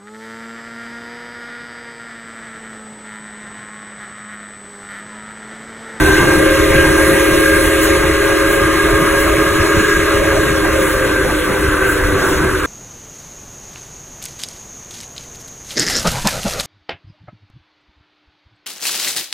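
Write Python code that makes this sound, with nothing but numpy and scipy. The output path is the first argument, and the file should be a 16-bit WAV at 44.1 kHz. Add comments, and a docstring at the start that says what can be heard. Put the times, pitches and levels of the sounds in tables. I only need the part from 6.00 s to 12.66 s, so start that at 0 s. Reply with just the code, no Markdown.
"""A loud chord from a steam locomotive's six-chime whistle, held in one long blast.
The microphone rides at the open window of a car that keeps pace on the road beside the train.
The chord rises with the steam pressure, then sags and turns hoarse as the valve eases. A shriek flares
above it and the steam jet roars, hisses and spits. Engine and wheels run alongside; close up are
road rumble and wind."""
import sys
import numpy as np
from scipy import signal
from scipy.fft import rfft, irfft, next_fast_len
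from scipy.io import wavfile
from scipy.ndimage import uniform_filter1d, map_coordinates

SR = 44100
rng = np.random.default_rng(int(sys.argv[2]) if len(sys.argv) > 2 else 0)


def transcribe(signal):
    """Save signal, clipped to [-1, 1], as a 16-bit WAV file at the path in sys.argv[1]."""
    frames = np.atleast_2d(signal).T
    limited = np.clip(frames, -1, 1)
    pcm = np.round(limited * 32767).astype(np.int16)
    wavfile.write(sys.argv[1], SR, pcm)


N = 293706
TIME = np.arange(N) / SR


def amp(db):
    """Decibels to gain."""
    return 10 ** (np.asarray(db) / 20)


def unit(x):
    """x at rms 1."""
    return x / np.sqrt(np.mean(np.abs(x) ** 2) + 1e-20)


def along(points, hz):
    """(Hz, value) points read on a log axis."""
    freqs, values = np.transpose(points)
    return np.interp(np.log(hz + 1), np.log(freqs + 1), values)


def curve(rows):
    """(seconds, value) points joined into one value per sample."""
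    return np.interp(TIME, *np.transpose(rows))


def bell(centre_s, width_s):
    """A bell-shaped swell of height 1."""
    return np.exp(-.5 * ((TIME - centre_s) / width_s) ** 2)


def swells(rows):
    """Gain that swells out of silence for each (seconds, dB, width) row."""
    return sum(amp(db) * bell(s, width) for s, db, width in rows)


def accents(rows):
    """A brief change of level, in dB, for each (seconds, dB, width) row."""
    return sum(db * bell(s, width) for s, db, width in rows)


def wobble(rate):
    """A smooth random curve, rate knots a second."""
    knots = rng.standard_normal(4096)
    coarse = np.arange(0, N + 32, 32)
    return np.interp(np.arange(N), coarse, map_coordinates(knots, [coarse * rate / SR], mode="wrap"))


def filtered(x, response):
    """x times a complex response of frequency."""
    size = next_fast_len(N + 8192)
    return irfft(rfft(x, size) * response(np.fft.rfftfreq(size, 1 / SR)), size)[..., :N]


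def turbulence(spectrum, patchy_db):
    """Two unrelated noises of rms 1, the (shared, differing) stereo parts, with patches of random gain."""
    noise = signal.stft(rng.standard_normal((2, N)), nperseg=512)[2]
    patches = uniform_filter1d(rng.standard_normal(noise.shape[1:]), size=7, axis=0)
    patches = uniform_filter1d(patches, size=10, axis=1)
    pair = signal.istft(noise * amp(patchy_db * unit(patches)), nperseg=512)[1][:, :N]
    return unit(filtered(pair, lambda hz: amp(along(spectrum, hz))))


def flutter(width_hz):
    """The random complex envelope of a pipe resonance that turbulence drives."""
    coarse = np.arange(0, N + 32, 32)
    hz = np.fft.fftfreq(len(coarse), coarse[1] / SR)
    real, imag = rng.standard_normal((2, len(coarse)))
    resonance = 1 / (1 + 2j * hz / width_hz) / (1 + 1j * hz / (2 * width_hz))
    return np.interp(np.arange(N), coarse, unit(np.fft.ifft((real + 1j * imag) * resonance)))


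def partial(phase, rough, width_hz):
    """A tone as (shared, differing) stereo parts; rough is the fraction of flutter in the shared part."""
    shared = np.sqrt(1 - rough) + np.sqrt(rough) * flutter(width_hz)
    carrier = np.sqrt(2) * np.exp(1j * (phase + rng.uniform(0, 2 * np.pi)))
    return (np.array([shared, flutter(width_hz)]) * carrier).real


def shaken(hz, jitter):
    """Phase of a pipe whose pitch the unsteady jet shakes."""
    return 2 * np.pi * np.cumsum(hz * (1 + jitter * wobble(35))) / SR


# Steam through the whistle valve. Each row: time in seconds, flow in dB relative to wide open.
VALVE_FLOW = [(0, -0.2), (1.3, 0), (1.85, -0.7), (2.2, -2), (3.2, -1.8), (3.85, -2.2), (4.4, -2.3),
              (4.8, -4), (5.4, -5.5), (5.9, -5), (6.66, -5.5)]

def driven(base_db, growth):
    """Level in dB of a voice that gains growth dB for each dB of steam flow."""
    return base_db + growth * curve(VALVE_FLOW)


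# The chord's rise and sag, used as a ratio. Each row: time in seconds, guide pitch in Hz.
PITCH_ARC = [(0, 304.2), (.15, 310.4), (.32, 314), (.65, 315.9), (1.1, 317.1), (2, 319.2), (2.7, 319.8),
             (3.6, 321.9), (4.3, 319.9), (4.75, 314.3), (5.1, 309.4), (5.6, 305.7), (6.1, 302.4),
             (6.66, 301.7)]

def pressure():
    """Steam pressure as the ratio by which it bends the pitch: near 1 in the held part of the blast."""
    pitch = curve(PITCH_ARC)
    return pitch / np.median(pitch[:N * 2 // 3])


# Clean tone breaking up into flutter. Each row: time in seconds, hoarseness (0 is clean).
HOARSENESS = [(0, 0.35), (.25, 0.44), (.4, 0.17), (2, 0.22), (3, 0.29), (3.8, 0.46), (4.4, 0.4),
              (4.75, 0.3), (5.1, 1.07), (6.66, 1.4)]
# Overblowing moves the sound into the overtones. Each row: time in seconds, strength in dB.
OVERBLOWING = [(0, -1), (1.5, -1), (2.3, 1.5), (3.1, 4), (3.9, 3.5), (4.3, 0), (5, 0.5), (5.5, -4.5),
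               (6.66, -4)]

def pipes(table, note_db, harmonics, width_hz, spread, jitter):
    """Pipes on one steam valve: they bend together, and their higher partials are broader and rougher."""
    hoarse, overblow_db = curve(HOARSENESS), curve(OVERBLOWING)
    lower_db = driven(-24.5, growth=.66) + overblow_db
    upper_db = driven(-24, growth=1.36) + .2 * overblow_db
    ratio = pressure()
    out = np.zeros((2, N))
    for hz, bend, roughness, *levels in table:
        phase = shaken(hz * ratio ** bend, jitter)
        for k, db in zip(harmonics, levels):
            drive_db = note_db if k == 1 else lower_db if k <= 3 else upper_db
            rough = 1 - np.exp(-hoarse * roughness * 1.24 * np.sqrt(k))
            out += amp(db + drive_db) * partial(phase * k, rough, width_hz * k ** spread)
    return out


# Three pairs of pipes, over on the locomotive. Each row: pitch in Hz at pressure 1, bend exponent,
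# roughness factor, then a relative level in dB for each harmonic listed in whistle().
LONG_PIPES = [(319.5, 0.96, 0.52, -1.8, -14.5, -2, -12, -17, -19.5),
              (355.8, .9, 0.9, -7, -9, -29, -12.5, -18.5, -16.5)]
MIDDLE_PIPES = [(403.4, 1.05, 0.63, -1, -3, -9, -16, -25), (423.7, 1.05, 1.3, -6, -10.5, -14, -18.5, -28)]
SHORT_PIPES = [(548.4, 1.6, 1.42, -0.7, -7.5, -8, -15.5), (617, 1.2, 7.7, -12.5, -9, -12.5, -33)]
# The short pipes falter and catch again. Each row: centre in seconds, change in dB, width in seconds.
PIPE_STUTTERS = [(.6, 2.5, 0.32), (2.2, -3, 0.037), (2.44, 2, .03), (2.8, -6.5, 0.07), (3.2, 0, 0.034),
                 (3.56, -4, 0.037), (3.92, -5, 0.087), (4.24, 5.5, 0.052), (4.78, 6.5, .05),
                 (5.02, 4, 0.058), (6.55, -4.5, .12)]
# Steam noise at the pipe lips. Each row: frequency in Hz, relative level in dB.
LIP_SPECTRUM = [(200, -38), (265, -14), (305, 4.5), (360, 1), (425, 3), (470, -22), (600, -41)]

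def whistle():
    """Six chimes sound a chord, rich in odd overtones, with noisy steam at their lips."""
    low_db, middle_db = driven(-15, growth=1.47), driven(-19, growth=.75)
    # The short pipes' fundamentals come up late and give way when they overblow.
    speak_s, rise_s = .26, .087
    late_db = -6 * np.clip((speak_s - TIME) / rise_s + .5, 0, 1)
    give_way_db = -.35 * np.maximum(curve(OVERBLOWING), 0)
    high_db = driven(-19, growth=1.01) + late_db + give_way_db + accents(PIPE_STUTTERS)
    low = pipes(LONG_PIPES, low_db, (1, 3, 5, 7, 9, 11), width_hz=27, spread=.57, jitter=.00298)
    middle = pipes(MIDDLE_PIPES, middle_db, (1, 3, 5, 7, 9), width_hz=20, spread=.36, jitter=.00303)
    high = pipes(SHORT_PIPES, high_db, (1, 2, 4, 5), width_hz=31.5, spread=.6, jitter=.00394)
    lips = amp((low_db + middle_db) / 2 - 9.5) * turbulence(LIP_SPECTRUM, patchy_db=-1)
    return low + middle + high + lips


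# The shriek flares above the chord. Each row: centre in seconds, gain in dB, width in seconds.
SHRIEK_FLARES = [(.02, 6, 0.051), (.24, 7, 0.11), (.8, 10, .03), (.96, 3.5, 0.057), (1.46, 8.5, 0.055),
                 (2.75, 2.5, 0.28), (3.87, 5.5, 0.076), (5.03, 4.5, 0.12), (5.91, 9.5, 0.044)]

def shriek():
    """A short pipe overblows into a piercing mode that bends with the chord and frays as the valve eases."""
    rough = 1 - np.exp(-1.96 * curve(HOARSENESS))
    level_db = driven(-23, growth=.75) + accents(SHRIEK_FLARES) + 1.36 * wobble(14)
    phase = shaken(hz=1625 * pressure() ** .88, jitter=.0027)
    return amp(level_db) * partial(phase, rough, width_hz=62)


# Steam roar, hiss and top sizzle, coloured by the recorder, which lifts the treble abruptly above 8 kHz.
# Each row: frequency in Hz, relative level in dB.
ROAR_SPECTRUM = [(900, -41), (1500, -16.5), (1780, 0), (1980, 2), (2200, -2), (2340, -5.5), (2550, -4),
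                 (2850, -6.5), (3050, -9.5), (3600, -11.5), (4500, -10), (6500, -114)]
HISS_SPECTRUM = [(2500, -10), (3600, 5), (4500, -10), (5500, 6), (6400, 1), (6800, 5), (7300, 1),
                 (7900, 0.5), (9000, -12)]
SIZZLE_SPECTRUM = [(7000, -50), (7880, -49), (8040, 4.5), (8800, -3), (9700, -0.5), (11200, -4.5),
                   (12600, -6), (14500, -12.5), (15800, -15)]
# The hiss puffs up. Each row: centre in seconds, gain in dB, width in seconds.
HISS_PUFFS = [(.2, 1, .04), (1.9, 1.5, 0.045), (3.85, 3, 0.13), (4.35, 1.5, 0.061), (6.28, 5, .08)]
# Wetter steam sizzles more. Each row: time in seconds, gain in dB.
STEAM_WETNESS = [(0, 0.5), (.45, -1.3), (1, 1.8), (1.65, 2), (2.1, -1.3), (3.4, -1.5), (4.4, -3.5),
                 (5.3, -1.5), (6.66, -4.5)]

def steam_jet():
    """The jet roars at the lips and hisses as it spreads; it surges slightly at each driving-wheel turn."""
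    turn_s, fade_db_per_s = .44, .3
    surge_db = .12 * np.cos(2 * np.pi * (TIME - 1.9) / turn_s)
    unsteady_db = surge_db + .5 * wobble(45)  # eddies shake the jet
    roar_db = driven(-22, growth=.63) - fade_db_per_s * TIME + unsteady_db
    roar = amp(roar_db) * turbulence(ROAR_SPECTRUM, patchy_db=1.98)
    hiss_db = driven(-28.5, growth=.98) + accents(HISS_PUFFS) + unsteady_db
    hiss = amp(hiss_db) * turbulence(HISS_SPECTRUM, patchy_db=1.7)
    sizzle_db = driven(-25.5, growth=.52) + curve(STEAM_WETNESS) + 1.3 * unsteady_db + .44 * wobble(20)
    sizzle = amp(sizzle_db) * turbulence(SIZZLE_SPECTRUM, patchy_db=1.5)
    return roar + hiss + sizzle


# Wheels and engine, abreast of the car. Each row: frequency in Hz, relative level in dB.
WHEEL_SPECTRUM = [(60, -15), (140, 0.5), (240, -6), (340, -5), (470, -12.5), (620, -5.5), (780, -11.5),
                  (1000, -8.5), (2000, -56)]
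ENGINE_SPECTRUM = [(500, -11), (800, -18.5), (900, -5.5), (1000, -1.5), (1150, 3), (1350, 3.5), (1500, 4.5),
                   (1640, 8), (1740, -0.5), (1900, -16), (3000, -31)]
# Their swells and dips. Each row: centre in seconds, change in dB, width in seconds.
WHEEL_ACCENTS = [(.15, 9, .15), (.95, 3, 0.067), (1.5, -3.5, 0.2), (1.95, 3, 0.11), (4.45, 4.5, 0.14),
                 (5.2, -2, 0.24), (6.25, 4, 0.11)]
ENGINE_ACCENTS = [(1.7, -1, 0.066), (3.88, 3, 0.073), (5.06, 3.5, 0.029), (5.8, 3, 0.16),
                  (6.25, 3.5, 0.061)]

def running_train():
    """The engine and its wheels rush along at a constant distance from the microphone."""
    wheel_db = -26.5 + accents(WHEEL_ACCENTS) + 1.9 * wobble(18)
    wheels = amp(wheel_db) * turbulence(WHEEL_SPECTRUM, patchy_db=3.5)
    engine_db = -23.5 + accents(ENGINE_ACCENTS) + .95 * wobble(14)
    return wheels + amp(engine_db) * turbulence(ENGINE_SPECTRUM, patchy_db=2)


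# Road and wind, close to the microphone. Each row: frequency in Hz, relative level in dB.
RUMBLE_SPECTRUM = [(8, -12), (25, -2), (50, 1.5), (75, 0.5), (120, -6.5), (180, -16), (400, -57)]
# Gusts at the window. Each row: centre in seconds, level in dB, width in seconds.
WIND_GUSTS = [(.03, -20, 0.035), (.15, -22, 0.034), (.66, -24.5, 0.14), (1.53, -23, 0.022),
              (1.66, -28, 0.022), (2.06, -26, 0.09), (2.63, -23, 0.02), (2.93, -19, 0.023),
              (3.6, -22, 0.034), (4.35, -21.5, 0.034), (5.68, -22, 0.034), (6.09, -23, .05),
              (6.38, -23, .035), (6.54, -27, 0.028)]

def window_rumble():
    """Road rumble and gusts of wind come in at the open car window."""
    gain = amp(-24.5 + 1.5 * wobble(12)) + swells(WIND_GUSTS)
    return gain * turbulence(RUMBLE_SPECTRUM, patchy_db=.5)


# Spits from the whistle. Each row: centre in seconds, level in dB, width in seconds.
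SPIT_BURSTS = [(.07, -30, 0.024), (1.84, -20, 0.021), (2.53, -25, 0.04), (3.21, -24, .03),
               (4.87, -25.5, 0.072), (5.91, -25, .03), (6.28, -30, .04)]
# Their bright colour. Each row: frequency in Hz, relative level in dB.
SPIT_SPECTRUM = [(4000, -27), (7500, -2.5), (9000, 2), (12000, -4.5), (15800, -5)]

def spits():
    """Now and then the jet spits wet steam."""
    return swells(SPIT_BURSTS) * turbulence(SPIT_SPECTRUM, patchy_db=1.5)


# Sputters within the chord. Each row: centre in seconds, level in dB, width in seconds.
SPUTTER_BURSTS = [(1.1, -24, 0.03), (2.9, -26.5, 0.043), (3.3, -23, 0.042), (3.47, -24.5, 0.027),
                  (3.66, -28, 0.033), (4.1, -28, 0.05), (4.25, -25, 0.026), (4.37, -17, 0.02)]
# Their hollow colour. Each row: frequency in Hz, relative level in dB.
SPUTTER_SPECTRUM = [(450, -35), (560, -1), (630, 2), (700, -10), (850, -20), (1200, -50)]

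def sputters():
    """The short pipes sputter in bursts of noise near their own pitch."""
    return swells(SPUTTER_BURSTS) * turbulence(SPUTTER_SPECTRUM, patchy_db=1)


# A thump right by the microphone. Each row: centre in seconds, level in dB, width in seconds.
HARD_GUST = [(3.77, -13.5, .02)]
# Its deep colour. Each row: frequency in Hz, relative level in dB.
THUMP_SPECTRUM = [(20, -8), (45, 0), (110, -4), (190, -1), (270, -15), (700, -28), (2000, -55)]

def gust_thump():
    """One harder gust thumps at the window."""
    return swells(HARD_GUST) * turbulence(THUMP_SPECTRUM, patchy_db=.5)


# How alike the left and right channels are. Each row: frequency in Hz, coherence from 0 to 1.
CHANNEL_COHERENCE = [(50, .99), (160, .88), (400, .86), (600, .8), (800, .58), (1100, .94), (1600, .99),
                     (2200, .92), (3100, .79), (4000, .86), (4700, .998), (5100, .998), (5800, .87),
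                     (7000, .94), (9100, .98), (15000, .94)]
# How far the left channel leads the right. Each row: frequency in Hz, lead of the left in radians.
LEFT_LEAD = [(50, 0), (300, -.33), (620, -.7), (830, -.2), (1100, -.2), (1500, 0), (1900, .1), (3000, .94),
             (4000, 1.9), (4600, 2.85), (5200, 3.35), (6400, 6), (7500, 6.5), (8500, 9.1), (9600, 9.7),
             (10400, 12.3), (11600, 12.6), (12500, 15.4), (13700, 15.9), (14600, 18.8), (15800, 18.9)]

def stereo(pair):
    """A shared part and a differing part give slight stereo width, with a small lag between channels."""
    def weights(hz):
        angle = np.arccos(np.clip(along(CHANNEL_COHERENCE, hz), 0, 1)) / 2
        return np.array([np.cos(angle), np.sin(angle)])

    def lag(hz):
        lead = np.interp(hz, *np.transpose(LEFT_LEAD))
        return np.exp(.5j * np.outer([1, -1], lead))

    shared, differing = filtered(pair, weights)
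    return filtered(np.array([shared + differing, shared - differing]), lag)


def scene():
    """Everything reaches the microphone through the car's side window."""
    locomotive = whistle() + sputters() + shriek() + steam_jet() + spits() + running_train()
    close_by = gust_thump() + window_rumble()
    return stereo(locomotive + close_by)


def record(dry):
    """The camera rounds off the highest peaks and keeps nothing above its band limit."""
    top_hz = 15800
    rounded = dry / (1 + np.abs(dry) ** 8) ** (1 / 8)
    return filtered(rounded, lambda hz: hz < top_hz)


dry = scene()
out = record(dry)
transcribe(out)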